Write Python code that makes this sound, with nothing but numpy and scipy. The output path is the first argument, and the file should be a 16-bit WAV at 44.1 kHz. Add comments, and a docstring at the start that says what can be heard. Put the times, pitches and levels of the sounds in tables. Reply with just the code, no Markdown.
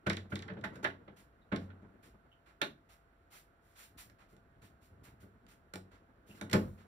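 """A longcase clock in a quiet room, heard from close by on a hand-held stereo microphone pair.
First its wooden door is handled: it knocks, and creaks as it sticks and slips against the frame.
Each blow booms in the hollow trunk, clacks in the panel and snaps at the point of contact.
After a sharp click at 2.6 s come soft swishes, shuffling and light taps, with the pendulum's faint,
hissing ticks going on throughout. At 6.5 s the door is knocked shut and a low rumble dies away."""
import sys
import numpy as np
from scipy import signal
from scipy.fft import rfft, irfft
from scipy.io import wavfile

SR = 44100
rng = np.random.default_rng(int(sys.argv[2]) if len(sys.argv) > 2 else 0)


def dump(signal):
    """Clip the signal to [-1, 1] and save it as 16-bit WAV at the path in sys.argv[1]."""
    limited = np.clip(np.atleast_2d(signal).T, -1, 1)
    pcm = np.round(limited * 32767).astype(np.int16)
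    wavfile.write(sys.argv[1], SR, pcm)


N = 302945

SLIP_BOOM_DB, SLIP_CLACK_DB, SLIP_SNAP_DB = -12, -5, -22.5  # against the slip's own level
SLIP_CONTACT_S, SLIP_SPOT_HZ = .006, 1900
# blows on the door, close to the microphones: start_s, boom_db, clack_db, snap_db, contact_s, spot_hz
DOOR_BLOWS = [(.063, -31, -25.5, -37.5, 0.0053, 1550), (.101, -56, -30.5, -46, 0.0016, 2000),
              (.319, -36.5, -37.5, -62, 0.004, 1500), (.481, -53, -43.5, -80, 0.0032, 1790),
              (.497, -41.5, -43, -80, 0.0024, 1850), (.567, -45, -51.5, -80, .0026, 1470),
              (.637, -47, -28.5, -41, .0055, 1760), (.753, -51, -49, -51, .004, 1510),
              (.826, -50, -36, -44.5, 0.008, 600), (.843, -58, -36, -34, .001, 1900),
              (.848, -57, -25.5, -42, .0006, 1870), (1.077, -55.5, -47, -74, 0.0026, 780),
              (1.517, -32, -29, -52, .006, 1200), (1.543, -37, -38, -62, .003, 580),
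              (1.7, -63, -53, -88, .003, 1510), (1.81, -56.5, -58, -76, .012, 596),
              (2.616, -68, -28, -25.5, 0.00037, 4000), (2.621, -70, -33, -42, .0025, 520),
              (4.098, -71, -64, -54, .0004, 2020), (4.324, -65.5, -58.5, -74, .005, 378),
              (4.365, -67.5, -66, -59.5, .0006, 380), (5.225, -57.5, -53, -79, .006, 381),
              (5.466, -69, -66, -59, 0.00037, 1990), (5.736, -48, -44, -34.5, 0.0014, 1500),
              (5.757, -54, -44.5, -36, 0.00022, 350), (6.285, -56.5, -59.5, -76, 0.0076, 705),
              (6.412, -43.5, -40, -34.5, 0.0007, 750), (6.497, -54, -55, -41.5, .001, 2000),
              (6.511, -40.5, -52, -36, 0.0023, 2000), (6.529, -25.5, -33.5, -18.5, 0.0023, 1880),
              (6.537, -34, -27, -51, 0.00067, 1100), (6.545, -31, -27, -48, 0.0029, 402)]
def knocks(size=24000):
    """Each blow or slip sounds the door at once; the heavy trunk swells after it."""
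    trunk, door = np.zeros(N), np.zeros((2, N))
    t = np.arange(size) / SR
    swell = np.minimum(t / SWELL_S, 1) ** .9
    jolts = [(s, db + SLIP_BOOM_DB, db + SLIP_CLACK_DB, db + SLIP_SNAP_DB, SLIP_CONTACT_S, SLIP_SPOT_HZ)
             for s, db in DOOR_SLIPS]
    for s, boom_db, clack_db, snap_db, contact_s, spot_hz in DOOR_BLOWS + jolts:
        boom = amp(boom_db) * trunk_boom(t)
        add(trunk, s, swell * (boom + case_rocking(t, boom_db)))
        press = 1 - np.exp(-(t / contact_s) ** 2)
        clack = amp(clack_db) * panel_clack(t, spot_hz)
        snap = amp(snap_db) * contact_snap(t, spot_hz, contact_s)
        add(door, s, press * (clack + snap) + swell * door_rattle(t, boom_db))
    return trunk, door


SWELL_S = .021  # the heavy case takes longer to move than the door
# modes of the hollow trunk: pitch_hz, level_db, t60_s
TRUNK_MODES = [(55.8, -26.5, 0.43), (94.55, -6, 0.59), (133.4, -2.5, 0.06), (189.3, 1.5, 0.25),
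               (207.9, -1.5, 0.18), (276.3, -14.5, 0.21), (328.3, -11.5, 0.24), (371.6, -17.5, 0.29),
               (435.5, -8.5, 0.17), (540, -21.5, 0.074)]
# spectrum of the trunk's dull thud: frequency_hz, level_db
THUD_SPECTRUM = [(15, -72.5), (35, -38), (70, -10), (130, -5), (220, -5), (400, -11.5), (700, -20.5),
                 (1500, -51), (4000, -81)]
def trunk_boom(t):
    """The hollow trunk rings in its low modes over a thud of noise."""
    thud = amp(-8) * noise(THUD_SPECTRUM, len(t)) * fade(t, t60=.3, hold=SWELL_S)
    return ring(TRUNK_MODES, t, hold=SWELL_S) + thud


# spectrum of the case rocking on the floor: frequency_hz, level_db
ROCKING_SPECTRUM = [(22, -34.5), (45, -0.5), (75, 0.5), (130, -5.5), (300, -40)]
def case_rocking(t, boom_db, heavy_db=-25.5, growth=2.8):
    """Only a heavy blow rocks the whole case: the deep rumble grows faster than the boom."""
    rumble_db = -43 + growth * (boom_db - heavy_db)
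    return amp(rumble_db) * noise(ROCKING_SPECTRUM, len(t)) * fade(t, t60=.7)


# modes of the door panel: pitch_hz, level_db, t60_s
PANEL_MODES = [(440.4, -16, 0.14), (540, -14.5, 0.067), (631.3, -5.5, 0.059), (860, -12.5, 0.13),
               (1112, -8, 0.1), (1480, 3, 0.067), (1510, -6, 0.015), (1779, -2.5, 0.032), (2040, -7, .05),
               (2281, -5, 0.066)]
# spectrum of the door's dense, short modes: frequency_hz, level_db
WOOD_SPECTRUM = [(60, -30.5), (200, -2.5), (450, 2.5), (800, -1.5), (1100, -1), (1500, 3.5), (2100, -0.5),
                 (2700, -3.5), (3800, -7), (5500, -27.5), (10000, -54), (16000, -55)]
def panel_clack(t, spot_hz):
    """The panel rings briefly; the higher the struck spot rings, the brighter the whole clack."""
    tilt_db = 2.5 * np.log2(spot_hz / 2300)
    modes = amp(-3.5) * ring(PANEL_MODES, t, tilt_db)
    return modes + dense_modes(WOOD_SPECTRUM, t, spot_hz, tilt_db) * fade(t, t60=.079)


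def door_rattle(t, boom_db):
    """The swaying case rattles the door dully."""
    wood = dense_modes(WOOD_SPECTRUM, t, spot_hz=500, tilt_db=-5.5)
    return amp(boom_db - 10) * wood * fade(t, t60=.087, hold=SWELL_S)


# spectrum at the point of contact: frequency_hz, level_db
SNAP_SPECTRUM = [(300, -21), (1200, -6), (2500, -3), (3800, -0.5), (4800, -4.5), (5800, -4.5), (8000, -9),
                 (12000, -15), (16000, -22)]
def contact_snap(t, spot_hz, contact_s):
    """A bright snap where the blow lands; a slower contact draws it out."""
    return dense_modes(SNAP_SPECTRUM, t, spot_hz) * fade(t, t60=.0079 + 6.8 * contact_s)


def dense_modes(spectrum, t, spot_hz, tilt_db=0, spot_db=7, spot_octaves=.24):
    """Crowded wood modes as noise, lifted round the spot's ring; each microphone hears its own mix."""
    hz = np.geomspace(30, 16000, 120)
    lift_db = spot_db * np.exp(-(np.log2(hz / spot_hz) / spot_octaves) ** 2)
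    shaped = np.transpose([hz, read(spectrum, hz) + lift_db])
    return diffuse_noise(shaped, len(t), tilt_db)


# the door sticking and slipping against its frame: start_s, level_db
DOOR_SLIPS = [(0.097, -29.5), (0.1307, -39), (0.1677, -37), (0.3549, -37), (0.3903, -45.5), (0.4221, -45.5),
              (0.479, -58), (0.5355, -64), (0.5895, -69.5), (0.611, -59.5), (1.560, -40)]
# spectrum of one slip: frequency_hz, level_db
SLIP_SPECTRUM = [(900, -36), (1500, -1), (2050, 0.5), (2700, -6), (3600, 0.5), (5000, -7), (8000, -15.5),
                 (11000, -26), (16000, -36)]
def creaks(size=4096):
    """Each slip is a click that bends along the wood: the treble arrives first, so it chirps down."""
    out, t = np.zeros((2, N)), np.arange(size) / SR
    hz = np.fft.rfftfreq(size, 1 / SR)
    delay_s = .00051 + .028 / (1 + (hz / 1000) ** 2)
    phase = 2 * np.pi * np.cumsum(delay_s) * SR / size
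    chirp = irfft(amp(read(SLIP_SPECTRUM, hz)) * np.exp(-1j * phase))
    for s, db in DOOR_SLIPS:
        scatter = .063 * pair(*rng.standard_normal((2, size))) * fade(t, t60=.035)
        frame_echoes = signal.fftconvolve(chirp[None], scatter)[:, :size]
        add(out, s, amp(db) * (chirp + frame_echoes) / abs(chirp).max())
    return out


# faint squeaks of wood: start_s, pitch_hz, level_db, length_s
WOOD_SQUEAKS = [(1.412, 3740, -80, 0.024), (2.312, 2960, -69.5, 0.032), (6.293, 2800, -65, 0.034)]
def squeaks(spread=1.4):
    """Wood rubs on wood in a narrow, fuzzy band."""
    out = np.zeros(N)
    for s, hz, db, length in WOOD_SQUEAKS:
        size = int(length * SR)
        band = [(hz / spread, -40), (hz, 0), (hz * spread, -40)]
        add(out, s, amp(db) * signal.windows.tukey(size, .5) * noise(band, size))
    return out


def ticks(first_s=.296, beat_s=.4318):
    """The pendulum beats evenly: a soft hissing tick and a duller tock in turn."""
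    out = np.zeros((2, N))
    for beat, s in enumerate(np.arange(first_s, N / SR, beat_s)):
        tilt_db = -4.5 if beat % 2 else -.25
        add(out, s, amp(-65) * puff(rise_s=.0094, hold_s=.034, tilt_db=tilt_db))
    return out


# soft swishes among the ticks: start_s, level_db, length_s
SOFT_SWISHES = [(3.3, -59.5, 0.079), (3.606, -77, 0.14), (3.76, -58, 0.08), (3.971, -53, 0.039),
                (4.277, -76, 0.052), (4.807, -71, .054), (5.032, -62, 0.022), (5.199, -68.5, 0.025),
                (6.258, -67, 0.072)]
def swishes():
    """Brighter puffs, most of them swelling more slowly than the ticks."""
    out = np.zeros((2, N))
    for s, db, length in SOFT_SWISHES:
        rise_s = .39 * length
        add(out, s, amp(db) * puff(rise_s, length - rise_s, tilt_db=1.66))
    return out


# spectrum of the hiss in ticks and swishes: frequency_hz, level_db
HISS_SPECTRUM = [(200, -11), (700, 4), (1500, 10), (2700, 6.5), (5500, 0.5), (7500, -1), (10500, -1),
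                 (13000, -2), (15500, -8.5)]
def puff(rise_s, hold_s, tilt_db, size=16000):
    """A puff of finely grained hiss that swells, holds and dies."""
    t = np.arange(size) / SR
    shape = np.minimum(t / rise_s, 1) * fade(t, t60=.17, hold=rise_s + hold_s)
    grain_db = noise([(20, -21.5), (80, .5), (400, -2.5), (1500, -32.5)], size) - .93
    return shape * amp(grain_db) * diffuse_noise(HISS_SPECTRUM, size, tilt_db)


# two curves, the early rubbing and the rumble round the door's shutting: time_s, level_db
RUMBLE_CURVES = [
    [(0.0, -69), (0.32, -55.5), (0.7, -49.5), (1.24, -67), (1.56, -70.5), (1.68, -56.5), (2.3, -70)],
    [(5.85, -64.5), (6.166, -70.5), (6.328, -61.5), (6.544, -49.5), (6.598, -40.5), (6.754, -63.5),
     (6.87, -63)],
]
# spectrum of the rubbing and rumble: frequency_hz, level_db
RUMBLE_SPECTRUM = [(30, -42.5), (60, -14), (95, 3.5), (140, -3.5), (200, 1), (380, -4.5), (700, -13),
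                   (1500, -16), (4000, -44.5), (15000, -70)]
def rub_and_rumble(t):
    """Low, dull rubbing, then the rumble dying away after the door shuts."""
    return amp(-3) * sum(level(curve, t) for curve in RUMBLE_CURVES) * diffuse_noise(RUMBLE_SPECTRUM, N)


# shuffling in the pause: time_s, level_db
SHUFFLE_CURVE = [(3.9, -68.5), (4.14, -66), (4.19, -82), (4.35, -65.5), (4.52, -73.5), (4.632, -61),
                 (4.876, -74), (4.942, -60.5), (5.7, -69.5)]
# spectrum of the shuffling: frequency_hz, level_db
SHUFFLE_SPECTRUM = [(18, -57.5), (32, -20.5), (55, -0.5), (95, 5.5), (150, -1), (220, -2.5), (380, -8.5),
                    (700, -19), (1500, -22.5), (4000, -53)]
def shuffling(t):
    """Low, dull shuffling before the door is shut."""
    return amp(-1) * level(SHUFFLE_CURVE, t) * diffuse_noise(SHUFFLE_SPECTRUM, N)


# room tone at the microphones: frequency_hz, level_db
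AIR_SPECTRUM = [(18, -59), (27, -19), (37, 1.5), (55, 4), (100, -3.5), (200, -8), (400, -9.5), (700, -13),
                (1000, -15.5), (1500, -11.5), (2200, -24.5), (3500, -31.5), (6000, -41), (15000, -42.5)]
def background(hum_hz=676):
    """Steady room air with a faint hum; rubbing, rumble and shuffling come and go in small lumps."""
    t = np.arange(N) / SR
    air = amp(-67.5) * diffuse_noise(AIR_SPECTRUM, N)
    hum = amp(-80.5) * unit(np.sin(2 * np.pi * hum_hz * t))
    lumps_db = 3 * noise([(3, -18.5), (10, 2), (20, 0), (50, -37), (200, -120)], N)
    return air + hum + amp(lumps_db) * (rub_and_rumble(t) + shuffling(t))


# decay of the room round the clock: frequency_hz, t60_s
ROOM_DECAY = [(100, 0.62), (300, 0.34), (800, 0.2), (1800, 0.2), (4000, 0.22), (8000, 0.19), (15000, 0.25)]
def room(x, size=32768):
    """The walls return a short diffuse tail whose bass lasts longest."""
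    flat = np.array([noise([(1, 0), (SR, 0)], size) for _ in range(2)])
    hz, t, bands = signal.stft(flat, SR, nperseg=256)
    tails = signal.istft(bands * fade(t, read(ROOM_DECAY, hz)[:, None]), SR)[1][:, :size]
    tails *= 1 - np.exp(-(np.arange(size) / SR / .002) ** 2)  # builds as the nearest walls answer
    return signal.fftconvolve(x[None], pair(*tails) / np.linalg.norm(tails[0]), axes=1)[:, :N]


# likeness of the left and right microphones: frequency_hz, correlation
MIC_LIKENESS = [(100, 0.97), (280, 0.87), (600, 0.38), (1150, 0.12), (1700, 0.64), (2400, 0.17),
                (3400, 0.076), (4200, 0.17), (5000, 0.85), (15000, 1)]
def pair(a, b):
    """Two unrelated sounds become a diffuse field at the two microphones."""
    like = np.clip(read(MIC_LIKENESS, np.fft.rfftfreq(len(a), 1 / SR)), 0, 1)
    mid, side = np.sqrt((1 + like) / 2) * rfft(a), np.sqrt((1 - like) / 2) * rfft(b)
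    return irfft(np.array([mid + side, mid - side]), len(a))


def diffuse_noise(spectrum, size, tilt_db=0):
    """Shaped noise that reaches the microphones from all round."""
    return pair(noise(spectrum, size, tilt_db), noise(spectrum, size, tilt_db))


def noise(spectrum, size, tilt_db=0):
    """Noise of rms 1 with a spectrum, tilted by dB per octave above 200 Hz."""
    hz = np.fft.rfftfreq(size, 1 / SR)
    gain = amp(read(spectrum, hz) + tilt_db * np.log2(np.maximum(hz, 200) / 1000))
    return unit(np.fft.irfft(gain * np.exp(2j * np.pi * rng.random(len(hz))), size))


def ring(modes, t, tilt_db=0, hold=0, vary_db=2, detune=.011):
    """Modes that start at rms 1 and die after a hold; each blow weights and detunes them a little."""
    hz, db, t60 = np.transpose(modes)[:, :, None]
    weight, load = rng.standard_normal((2, len(modes), 1))
    polarity = (-1) ** np.arange(len(modes))[:, None]
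    gain = polarity * amp(db + tilt_db * np.log2(hz) + vary_db * weight)
    waves = np.sin(2 * np.pi * hz * (1 + detune * load) * t) * fade(t, t60, hold)
    return (gain * waves).sum(0) / np.sqrt((gain ** 2).sum() / 2)


def fade(t, t60, hold=0):
    """Holds, then falls by 60 dB in t60 seconds."""
    return np.exp(-np.log(1000) * np.maximum(t - hold, 0) / t60)


def level(curve, t):
    """Gain along a dB curve, silent outside it."""
    return amp(np.interp(t, *np.transpose(curve), left=-np.inf, right=-np.inf))


def amp(db):
    """Decibels to gain."""
    return 10 ** (np.asarray(db) / 20)


def unit(x):
    """Scales to rms 1."""
    return x / np.sqrt(np.mean(x ** 2) + 1e-20)


def read(points, hz):
    """Reads a table on a log-frequency axis."""
    f, value = np.transpose(points)
    return np.interp(np.log(hz + 1), np.log(f + 1), value)


def add(mix, s, sound):
    """Adds a sound at time s."""
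    part = mix[..., max(round(s * SR), 0):][..., :sound.shape[-1]]
    part += sound[..., :part.shape[-1]]


def scene():
    """Door, trunk and ticks close up, each with its share of the room, over the room tone."""
    trunk, door = knocks()
    creak = creaks()
    soft = ticks() + swishes() + squeaks()
    to_walls = amp(-14) * trunk + amp(-3.5) * door + amp(-6.5) * creak + amp(-2.5) * soft
    return trunk + door + creak + soft + room(to_walls.mean(0)) + background()


# balance of the microphone pair: frequency_hz, left_minus_right_db
MIC_BALANCE = [(120, -0.5), (280, 0.6), (450, 3.5), (800, 2.5), (1500, -7.5), (2300, -5), (3500, -4),
               (5000, -0.1)]
# phase between the microphones: frequency_hz, left_lead_rad
MIC_LEAD = [(0, 0), (900, 0.9), (1350, 5), (1650, 2.5), (2100, 0.5), (2850, -2), (3600, -1.34), (4100, 0.5),
            (4980, 3.5)]
def record(dry, treble_lag_s=.00064, cutoff_hz=15900):
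    """The microphones differ in colour and phase, the right lagging in the treble; then a low-pass."""
    hz = np.fft.rfftfreq(2 * N, 1 / SR)
    lead = np.interp(hz, *np.transpose(MIC_LEAD))
    lead += 2 * np.pi * treble_lag_s * np.maximum(hz - MIC_LEAD[-1][0], 0)
    left = amp(read(MIC_BALANCE, hz) / 2)
    right = np.exp(-1j * lead) / left
    heard = irfft(rfft(dry, 2 * N) * np.array([left, right]))[:, :N]
    lowpass = signal.firwin(301, cutoff_hz, window=("kaiser", 8), fs=SR)
    return signal.oaconvolve(heard, lowpass[None], "same")


dry = scene()
out = record(dry)
dump(out)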